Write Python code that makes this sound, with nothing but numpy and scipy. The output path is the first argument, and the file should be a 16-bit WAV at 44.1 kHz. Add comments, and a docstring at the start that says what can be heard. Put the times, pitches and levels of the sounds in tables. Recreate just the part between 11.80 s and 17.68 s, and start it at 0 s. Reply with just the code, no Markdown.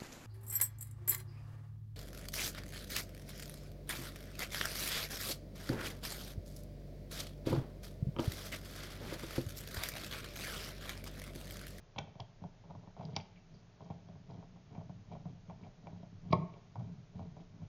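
"""A screwdriver drives the mounting screw of a wall outlet in a small, quiet room.
Room noise and a faint hum run throughout. From the start the loose outlet knocks in its box, the hollow
wall booms behind it and the steel tip clicks in the screw head; each turn scrapes the thread.
At 4.5 s the tool slips hard and jolts the outlet's strap. A few more turns and knocks follow."""
import sys
import numpy as np
from scipy import signal
from scipy.fft import rfft, irfft
from scipy.io import wavfile
from scipy.ndimage import uniform_filter1d

SR = 44100
rng = np.random.default_rng(int(sys.argv[2]) if len(sys.argv) > 2 else 0)


def to_wav(s):
    """Save 16-bit WAV."""
    ch = np.atleast_2d(s).T  # columns
    pcm = np.round(np.clip(ch, -1, 1) * 32767)  # PCM
    wavfile.write(sys.argv[1], SR, pcm.astype(np.int16))


N = 259308

# room noise spectrum: freq_hz, relative_db
NOISE_SPECTRUM = [(12, -31.5), (20, 5), (35, -4), (59, -8), (82, -16), (103, 0.5), (169, -9), (311, -21),
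                  (388, -14.5), (484, -20.5), (634, -17), (752, -20.5), (850, -23.5), (1490, -27.5),
                  (5220, -33), (6500, -33.5), (7000, -40), (9100, -67), (15400, -120)]
# hum partials: freq_hz, level_db
HUM_PARTIALS = [(120, -78), (174, -74)]
# reverb decay: freq_hz, t60_s
REVERB_DECAY = [(120, .9), (500, .55), (1000, .5), (2500, 0.62), (6500, 0.36)]
# reverb spectrum: freq_hz, gain_db
REVERB_SPECTRUM = [(170, -14), (260, -13), (400, -8), (800, -10.5), (1080, -11), (1300, -12), (1550, -4),
                   (2300, -13.5), (3400, -14.5), (5000, -19.5), (6500, -16)]
# modes of hollow wall, outlet in its box, steel tip and screw, strap: freq_hz, relative_db, t60_s
WALL_MODES = [(104, -3, .18), (121.6, -3.5, .25), (141, -4, .13), (156, 2, .15), (173, 0, .3),
              (205, -14, .18), (250, -19, .14)]
OUTLET_MODES = [(410.5, 1.5, 0.082), (440, -14, 0.071), (602, -8.5, 0.12), (646.7, -9, 0.16),
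                (706.3, -1.5, 0.057), (807, -1.5, 0.037), (893, 0, 0.03), (1037, -11.5, 0.033),
                (1210, -15.5, 0.022), (1516, -17, 0.026), (2380, -15, 0.015)]
STEEL_MODES = [(1470, -10, .02), (2353, -1, .012), (2600, -3, .009), (3325, 0, .011), (3600, 1, .007),
               (3870, -1, .009), (4400, -5, .005), (4700, 0, .008), (4950, 0, .008), (5330, -1, .009),
               (5680, -3, .009), (6200, -5, .006)]
STRAP_MODES = [(352, -19, .2), (388, -11.5, .13), (416, -11, .11), (458, -11, .07), (640, -12, .1),
               (672, 1, .037), (728, -2, .024), (780, -7, .035), (895, -1, .048), (1080, 1, .05),
               (2283, -3, .014)]
# hand leaning on the tool between twists: time_s, rumble_relative_db
HAND_LEAN = [(0, -73.5), (1.6, -60.5), (2.7, -55), (3.2, -52), (4.4, -53.5), (5.88, -56.5)]
# wrist twists: start_s, length_s, rumble_relative_db, scrape_relative_db
WRIST_TWISTS = [(0.187, 0.1, -45, -60.5), (0.413, 0.025, -55, -66), (0.629, 0.028, -41.5, -63.5),
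                (0.895, 0.21, -49, -66), (1.191, 0.21, -43, -55.5), (1.735, 0.033, -47.5, -68.5),
                (2.015, 0.15, -47, -60.5), (2.286, 0.1, -45.5, -69.5), (2.498, 0.11, -41, -61),
                (2.917, 0.094, -45, -62.5), (3.323, 0.036, -40, -56), (3.463, 0.04, -42, -61),
                (3.681, 0.052, -44, -67), (3.817, 0.048, -43.5, -61), (4.044, 0.2, -45.5, -63.5),
                (4.448, 0.099, -39.5, -65), (4.743, 0.031, -49, -59.5), (4.979, 0.16, -38, -62.5),
                (5.356, 0.1, -39, -60), (5.586, 0.033, -46, -61), (5.815, 0.021, -41, -65)]
# firm pushes on the wall: start_s, level_db, pitch_hz, swell_s
WALL_PUSHES = [(0.399, -38, 108, 0.0023), (0.95, -42, 123, 0.0043), (1.24, -34.5, 152, 0.014),
               (1.331, -39, 147, 0.0053), (3.095, -42.5, 172, 0.0027), (4.444, -48, 167, 0.027),
               (4.584, -29, 152, 0.013), (4.971, -31.5, 121, 0.021), (5.425, -37, 170, 0.022)]
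# tip clicks in the screw head: start_s, relative_db, centre_hz, chatter_s
TIP_CLICKS = [(0.162, -56.5, 2950, 0.011), (0.182, -44.5, 2900, 0.002), (0.1847, -39.5, 2630, 0.00078),
              (0.1855, -38, 3260, 0.0014), (0.1868, -46, 6250, 0.00058), (0.4017, -45.5, 3060, .0015),
              (0.402, -50, 5100, 0.00095), (1.194, -69, 2830, 0.0067), (1.2523, -53, 4320, 0.0013),
              (1.305, -69, 4130, 0.0038), (1.3338, -67, 3570, .005), (1.3436, -58.5, 2650, 0.015),
              (1.355, -56, 4500, 0.0055), (1.364, -36, 3720, 0.00036), (1.3638, -33.5, 5030, 0.00032),
              (1.3646, -41.5, 2260, 0.0039), (1.401, -52.5, 2730, 0.0025), (1.41, -59.5, 4900, 0.0027),
              (1.559, -59.5, 2520, 0.031), (1.74, -61.5, 4700, 0.088), (2.046, -70, 5400, .002),
              (2.108, -65.5, 2720, 0.004), (2.285, -68.5, 3300, .005), (2.51, -67, 4430, 0.0023),
              (2.951, -66, 2380, 0.017), (3.32, -63.5, 2380, 0.043), (3.699, -65, 2340, 0.0098),
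              (3.834, -60, 2230, 0.0095), (4.0695, -58.5, 2370, 0.0035), (4.504, -61, 2770, 0.018),
              (4.512, -55.5, 4370, .012), (4.5261, -42, 3730, 0.0065), (4.5265, -44.5, 4130, 0.00086),
              (4.529, -43, 4940, 0.0016), (4.7388, -62.5, 2600, 0.0042)]
# outlet knocks in its box: start_s, outlet_relative_db, wall_db, pitch_hz, scuff_s
OUTLET_KNOCKS = [(0.161, -47, -44.5, 1020, 0.0052), (0.1815, -43, -43, 1050, 0.0005),
                 (0.185, -36, -35, 1130, 0.00071), (0.355, -53, -47, 650, 0.012),
                 (0.398, -44.5, -45, 920, 0.0034), (0.401, -49, -47, 940, 0.0021),
                 (0.618, -60, -43, 910, 0.0048), (0.639, -45, -54, 766, 0.0015),
                 (0.839, -56, -58, 745, 0.003), (0.851, -58, -50.5, 730, .003),
                 (0.9, -52, -47, 780, 0.0064), (0.907, -46.5, -51.5, 800, 0.0025),
                 (0.951, -51, -43.5, 900, 0.0032), (1.036, -57, -53.5, 810, 0.0072),
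                 (1.074, -53.5, -44.5, 830, 0.0079), (1.166, -50, -64.5, 850, 0.0081),
                 (1.195, -49, -48, 750, 0.0034), (1.21, -43.5, -44.5, 855, 0.028),
                 (1.247, -60, -41, 790, 0.013), (1.3647, -35, -36.5, 1050, 0.0015),
                 (2.006, -50.5, -48.5, 840, 0.003), (2.102, -44, -34.5, 900, 0.013),
                 (2.287, -53, -62, 664, 0.003), (2.353, -59, -54.5, 810, 0.0034),
                 (2.501, -51, -43.5, 810, 0.0039), (2.517, -52.5, -48, 800, 0.0047),
                 (2.627, -52, -63, 794, 0.0017), (2.642, -59, -51.5, 790, 0.0039),
                 (2.76, -58.5, -60, 910, 0.012), (2.951, -49.5, -44, 800, 0.017),
                 (2.978, -49, -37.5, 725, 0.011), (3.009, -51.5, -51.5, 800, 0.021),
                 (3.095, -50.5, -45, 804, 0.0025), (3.316, -48.5, -44, 800, 0.0093),
                 (3.352, -49.5, -49, 760, 0.0034), (3.408, -61, -59, 800, 0.0016),
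                 (3.455, -49.5, -38.5, 815, 0.005), (3.697, -46.5, -50, 880, 0.003),
                 (3.708, -52, -57.5, 850, 0.0045), (3.866, -51, -50, 625, .008),
                 (4.07, -44.5, -64, 760, 0.0039), (4.128, -58, -41, 880, 0.0081),
                 (4.23, -52, -45.5, 680, 0.011), (4.326, -79, -44, 700, .01),
                 (4.956, -43.5, -44, 903, 0.0034), (4.998, -52, -48, 790, .002),
                 (5.008, -53.5, -53, 800, 0.0015), (5.393, -47, -42, 780, 0.004),
                 (5.415, -55, -49, 780, .003), (5.567, -50.5, -49, 700, 0.0081),
                 (5.818, -57.5, -43, 746, .01)]
# strap jolts as the tool slips: start_s, strap_db, wall_db
STRAP_JOLTS = [(4.504, -54, -31), (4.524, -35, -37.5), (4.5286, -21, -20.5), (4.534, -44.5, -30),
               (4.551, -54.5, -40), (4.589, -48, -34.5)]


def amp(db):
    """Decibels to gain."""
    return 10 ** (np.asarray(db) / 20)


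def curve_at(points, hz):
    """Table value on a log-frequency axis."""
    freq_hz, value = np.transpose(points)
    return np.interp(np.log(hz + 1), np.log(freq_hz + 1), value)


def shaped_noise(gain_at_hz):
    """Unit-rms noise with the given spectrum."""
    hz = np.fft.rfftfreq(N, 1 / SR)
    noise = irfft(rfft(rng.standard_normal(N)) * gain_at_hz(hz), N)
    return noise / np.sqrt(np.mean(noise ** 2) + 1e-20)


def add(mix, start_s, sound):
    """Mix a sound in at start_s."""
    part = mix[max(round(start_s * SR), 0):][:len(sound)]
    part += sound[:len(part)]


def ring(modes, rise_s, centre_hz=None, width_oct=0.81, detune=0.022):
    """One blow on a set of modes, rising over the contact time; strongest near centre_hz."""
    hz, db, t60_s = np.transpose(modes)[:, :, None]
    scatter_db, shift = rng.standard_normal((2, len(modes), 1))  # no two blows hit the same spot
    hz = hz * (1 + detune * shift)
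    t = np.arange(SR // 3) / SR
    coupling = 1 if centre_hz is None else 1 / (1 + (np.log2(hz / centre_hz) / width_oct) ** 2)
    envelopes = coupling * amp(db + scatter_db - 60 * t / t60_s)
    wave = (envelopes * np.sin(2 * np.pi * hz * t)).sum(0)
    wave *= 1 - np.exp(-(t / rise_s) ** 2)
    return wave / np.sqrt(np.sum(wave ** 2) / (SR // 200))  # energy of 5 ms at unit power


def scuff(wave, decay_s, chatter, gritty=False):
    """First contact, then a dying run of micro-slips, all ringing alike; energy preserved."""
    t = np.arange(SR // 12) / SR
    fade = np.exp(-t / decay_s)
    slips = rng.standard_normal(len(t))
    slips = fade * slips * (abs(slips) if gritty else 1)  # gritty: a few slips stand out
    slips *= chatter / np.linalg.norm(slips)
    slips[0] = 1
    for _ in range(3):  # whiten: the run has no pitch of its own
        spectrum = rfft(slips, 8192)
        slips = irfft(spectrum / (abs(spectrum) + 1e-9))[:len(t)] * fade ** 0.15
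    out = signal.fftconvolve(slips, wave)
    return out * np.linalg.norm(wave) / np.linalg.norm(out)


def rub(modes, level_db, rise_s, slips_per_s, centre_hz):
    """Stick-slip: many tiny, uneven blows on the same modes, under a level curve."""
    out = np.zeros(N)
    for _ in range(4):
        slips = rng.standard_normal(N) * (rng.random(N) < slips_per_s / (4 * SR))
        out += signal.oaconvolve(slips, ring(modes, rise_s, centre_hz))[:N]
    local_power = abs(uniform_filter1d(out ** 2, SR // 16))
    return amp(level_db) * out / np.sqrt(local_power + 0.05 * np.mean(out ** 2))


def background(noise_db=-61.5, waver_rad=0.88, drift_hz=3):
    """Steady room noise and a faint, wavering hum."""
    t = np.arange(N) / SR
    noise = shaped_noise(lambda hz: amp(curve_at(NOISE_SPECTRUM, hz)))
    drift_rad = waver_rad * shaped_noise(lambda hz: hz < drift_hz)
    hum = sum(amp(db) * np.sqrt(2) * np.sin(2 * np.pi * hz * t + drift_rad) for hz, db in HUM_PARTIALS)
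    return amp(noise_db) * noise + hum


def reverb(source, predelay_s=0.002, early_boost=2.0, early_s=0.016):
    """Close floor and corner reflections, then a dense tail; each band decays at its own rate."""
    t = np.arange(SR) / SR
    taps = rng.choice([-1., 1.], SR) * (rng.random(SR) < 1 / 12) * (t > predelay_s)
    reflections = taps * (1 + early_boost * np.exp(-t / early_s))
    hz, frame_s, bands = signal.stft(reflections, SR, nperseg=512)
    t60_s = curve_at(REVERB_DECAY, hz)[:, None]
    energy_norm = np.sqrt(2 * np.log(1000) / t60_s / np.sum(taps ** 2))
    bands *= energy_norm * amp(curve_at(REVERB_SPECTRUM, hz)[:, None] - 60 * frame_s / t60_s)
    response = signal.istft(bands, SR, nperseg=512)[1]
    return signal.fftconvolve(source, response)[:N]


def twist(t, length_s, grip_s, ease_db_per_s=16.5, release_s=0.022):
    """Envelope of one twist, peak at t = 0: grip, easing hold, release."""
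    grip = np.exp(np.minimum(t, 0) / grip_s)
    hold = amp(-ease_db_per_s * np.clip(t, 0, length_s))
    release = np.exp(-np.maximum(t - length_s, 0) / release_s)
    return grip * hold * release


def hand_pressure(tremor_db=3.8, tremor_hz=9, thread_share_db=-29.5):
    """Wall and thread level curves in dB: twists over the unsteady lean of the hand."""
    t = np.arange(N) / SR
    tremor = shaped_noise(lambda hz: hz < tremor_hz)
    wall = amp(np.interp(t, *np.transpose(HAND_LEAN)) + tremor_db * tremor)
    thread = wall * amp(thread_share_db)
    for start_s, length_s, wall_db, thread_db in WRIST_TWISTS:
        wall = np.maximum(wall, amp(wall_db) * twist(t - start_s, length_s, grip_s=0.018))
        thread = np.maximum(thread, amp(thread_db) * twist(t - start_s, length_s, grip_s=0.019))
    return 20 * np.log10(wall), 20 * np.log10(thread)


def screw_turning():
    """The wall rumbles under the hand; the thread scrapes through the strap, catching on burrs."""
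    wall_db, thread_db = hand_pressure()
    rumble = rub(WALL_MODES, wall_db - 7, rise_s=0.0027, slips_per_s=700, centre_hz=144)
    scrape = rub(OUTLET_MODES, thread_db - 1, rise_s=0.00071, slips_per_s=300, centre_hz=583)
    grit = rub(STEEL_MODES, thread_db - 17, rise_s=0.0002, slips_per_s=350, centre_hz=3100)
    return rumble + scrape + grit


def wall_heaves():
    """A push builds slowly; the wall swings mostly in one mode."""
    out = np.zeros(N)
    for start_s, level_db, pitch_hz, swell_s in WALL_PUSHES:
        swing = ring(WALL_MODES, rise_s=swell_s, centre_hz=pitch_hz, width_oct=0.16)
        add(out, start_s, amp(level_db) * swing)
    return out


def tip_clicks(gain_db=-3):
    """The tip skids over the slot edge: a snap and short chatter ring the steel."""
    out = np.zeros(N)
    for start_s, relative_db, centre_hz, chatter_s in TIP_CLICKS:
        tick = ring(STEEL_MODES, rise_s=0.0005, centre_hz=centre_hz, width_oct=0.21, detune=0.006)
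        skid = scuff(tick, chatter_s, chatter=1 + chatter_s / 0.008)  # long skid: no clear first snap
        add(out, start_s, amp(relative_db + gain_db) * skid)
    return out


def outlet_knocks(outlet_gain_db=-1, tip_db=-24, wall_lag_s=0.00094):
    """Each knock rings the outlet, jogs the tip in the screw, then pushes the wall."""
    out = np.zeros(N)
    for start_s, outlet_db, wall_db, pitch_hz, scuff_s in OUTLET_KNOCKS:
        body = ring(OUTLET_MODES, rise_s=0.001, centre_hz=pitch_hz, width_oct=0.43)
        tip = ring(STEEL_MODES, rise_s=0.0001, centre_hz=2700)
        knock = scuff(body + amp(tip_db) * tip, scuff_s, chatter=1.2, gritty=True)
        add(out, start_s, amp(outlet_db + outlet_gain_db) * knock)
        add(out, start_s + wall_lag_s, -amp(wall_db) * ring(WALL_MODES, rise_s=0.0024))
    return out


def strap_jolts(wall_lag_s=0.0021, mode_gap_hz=(1230, 1850)):
    """The steel strap slaps down, rattles, rebounds and settles, thumping the wall each time."""
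    out = np.zeros(N)
    notch = signal.butter(2, mode_gap_hz, "bandstop", fs=SR, output="sos")
    for start_s, strap_db, wall_db in STRAP_JOLTS:
        strap = ring(STRAP_MODES, rise_s=0.0008, detune=0.005)
        slap = scuff(strap, decay_s=0.0018, chatter=0.4)
        thump = ring(WALL_MODES, rise_s=0.0011, centre_hz=130, width_oct=0.65)
        add(out, start_s, amp(strap_db) * signal.sosfilt(notch, slap))
        add(out, start_s + wall_lag_s, -amp(wall_db) * thump)
    return out


def scene(radiation_hz=76):
    """Work at the outlet, reverb and background; the wall radiates little below its lowest mode."""
    work = outlet_knocks() + strap_jolts() + wall_heaves() + tip_clicks() + screw_turning()
    highpass = signal.butter(4, radiation_hz, "highpass", fs=SR, output="sos")
    work = signal.sosfilt(highpass, work)
    return (work + reverb(work) + background())[None]


def record(dry, cutoff_hz=7150):
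    """Small microphone with a steep band limit."""
    lowpass = signal.firwin(511, cutoff_hz, window=("kaiser", 8), fs=SR)
    return signal.oaconvolve(dry, lowpass[None], "same")


dry = scene()
out = record(dry)
to_wav(out)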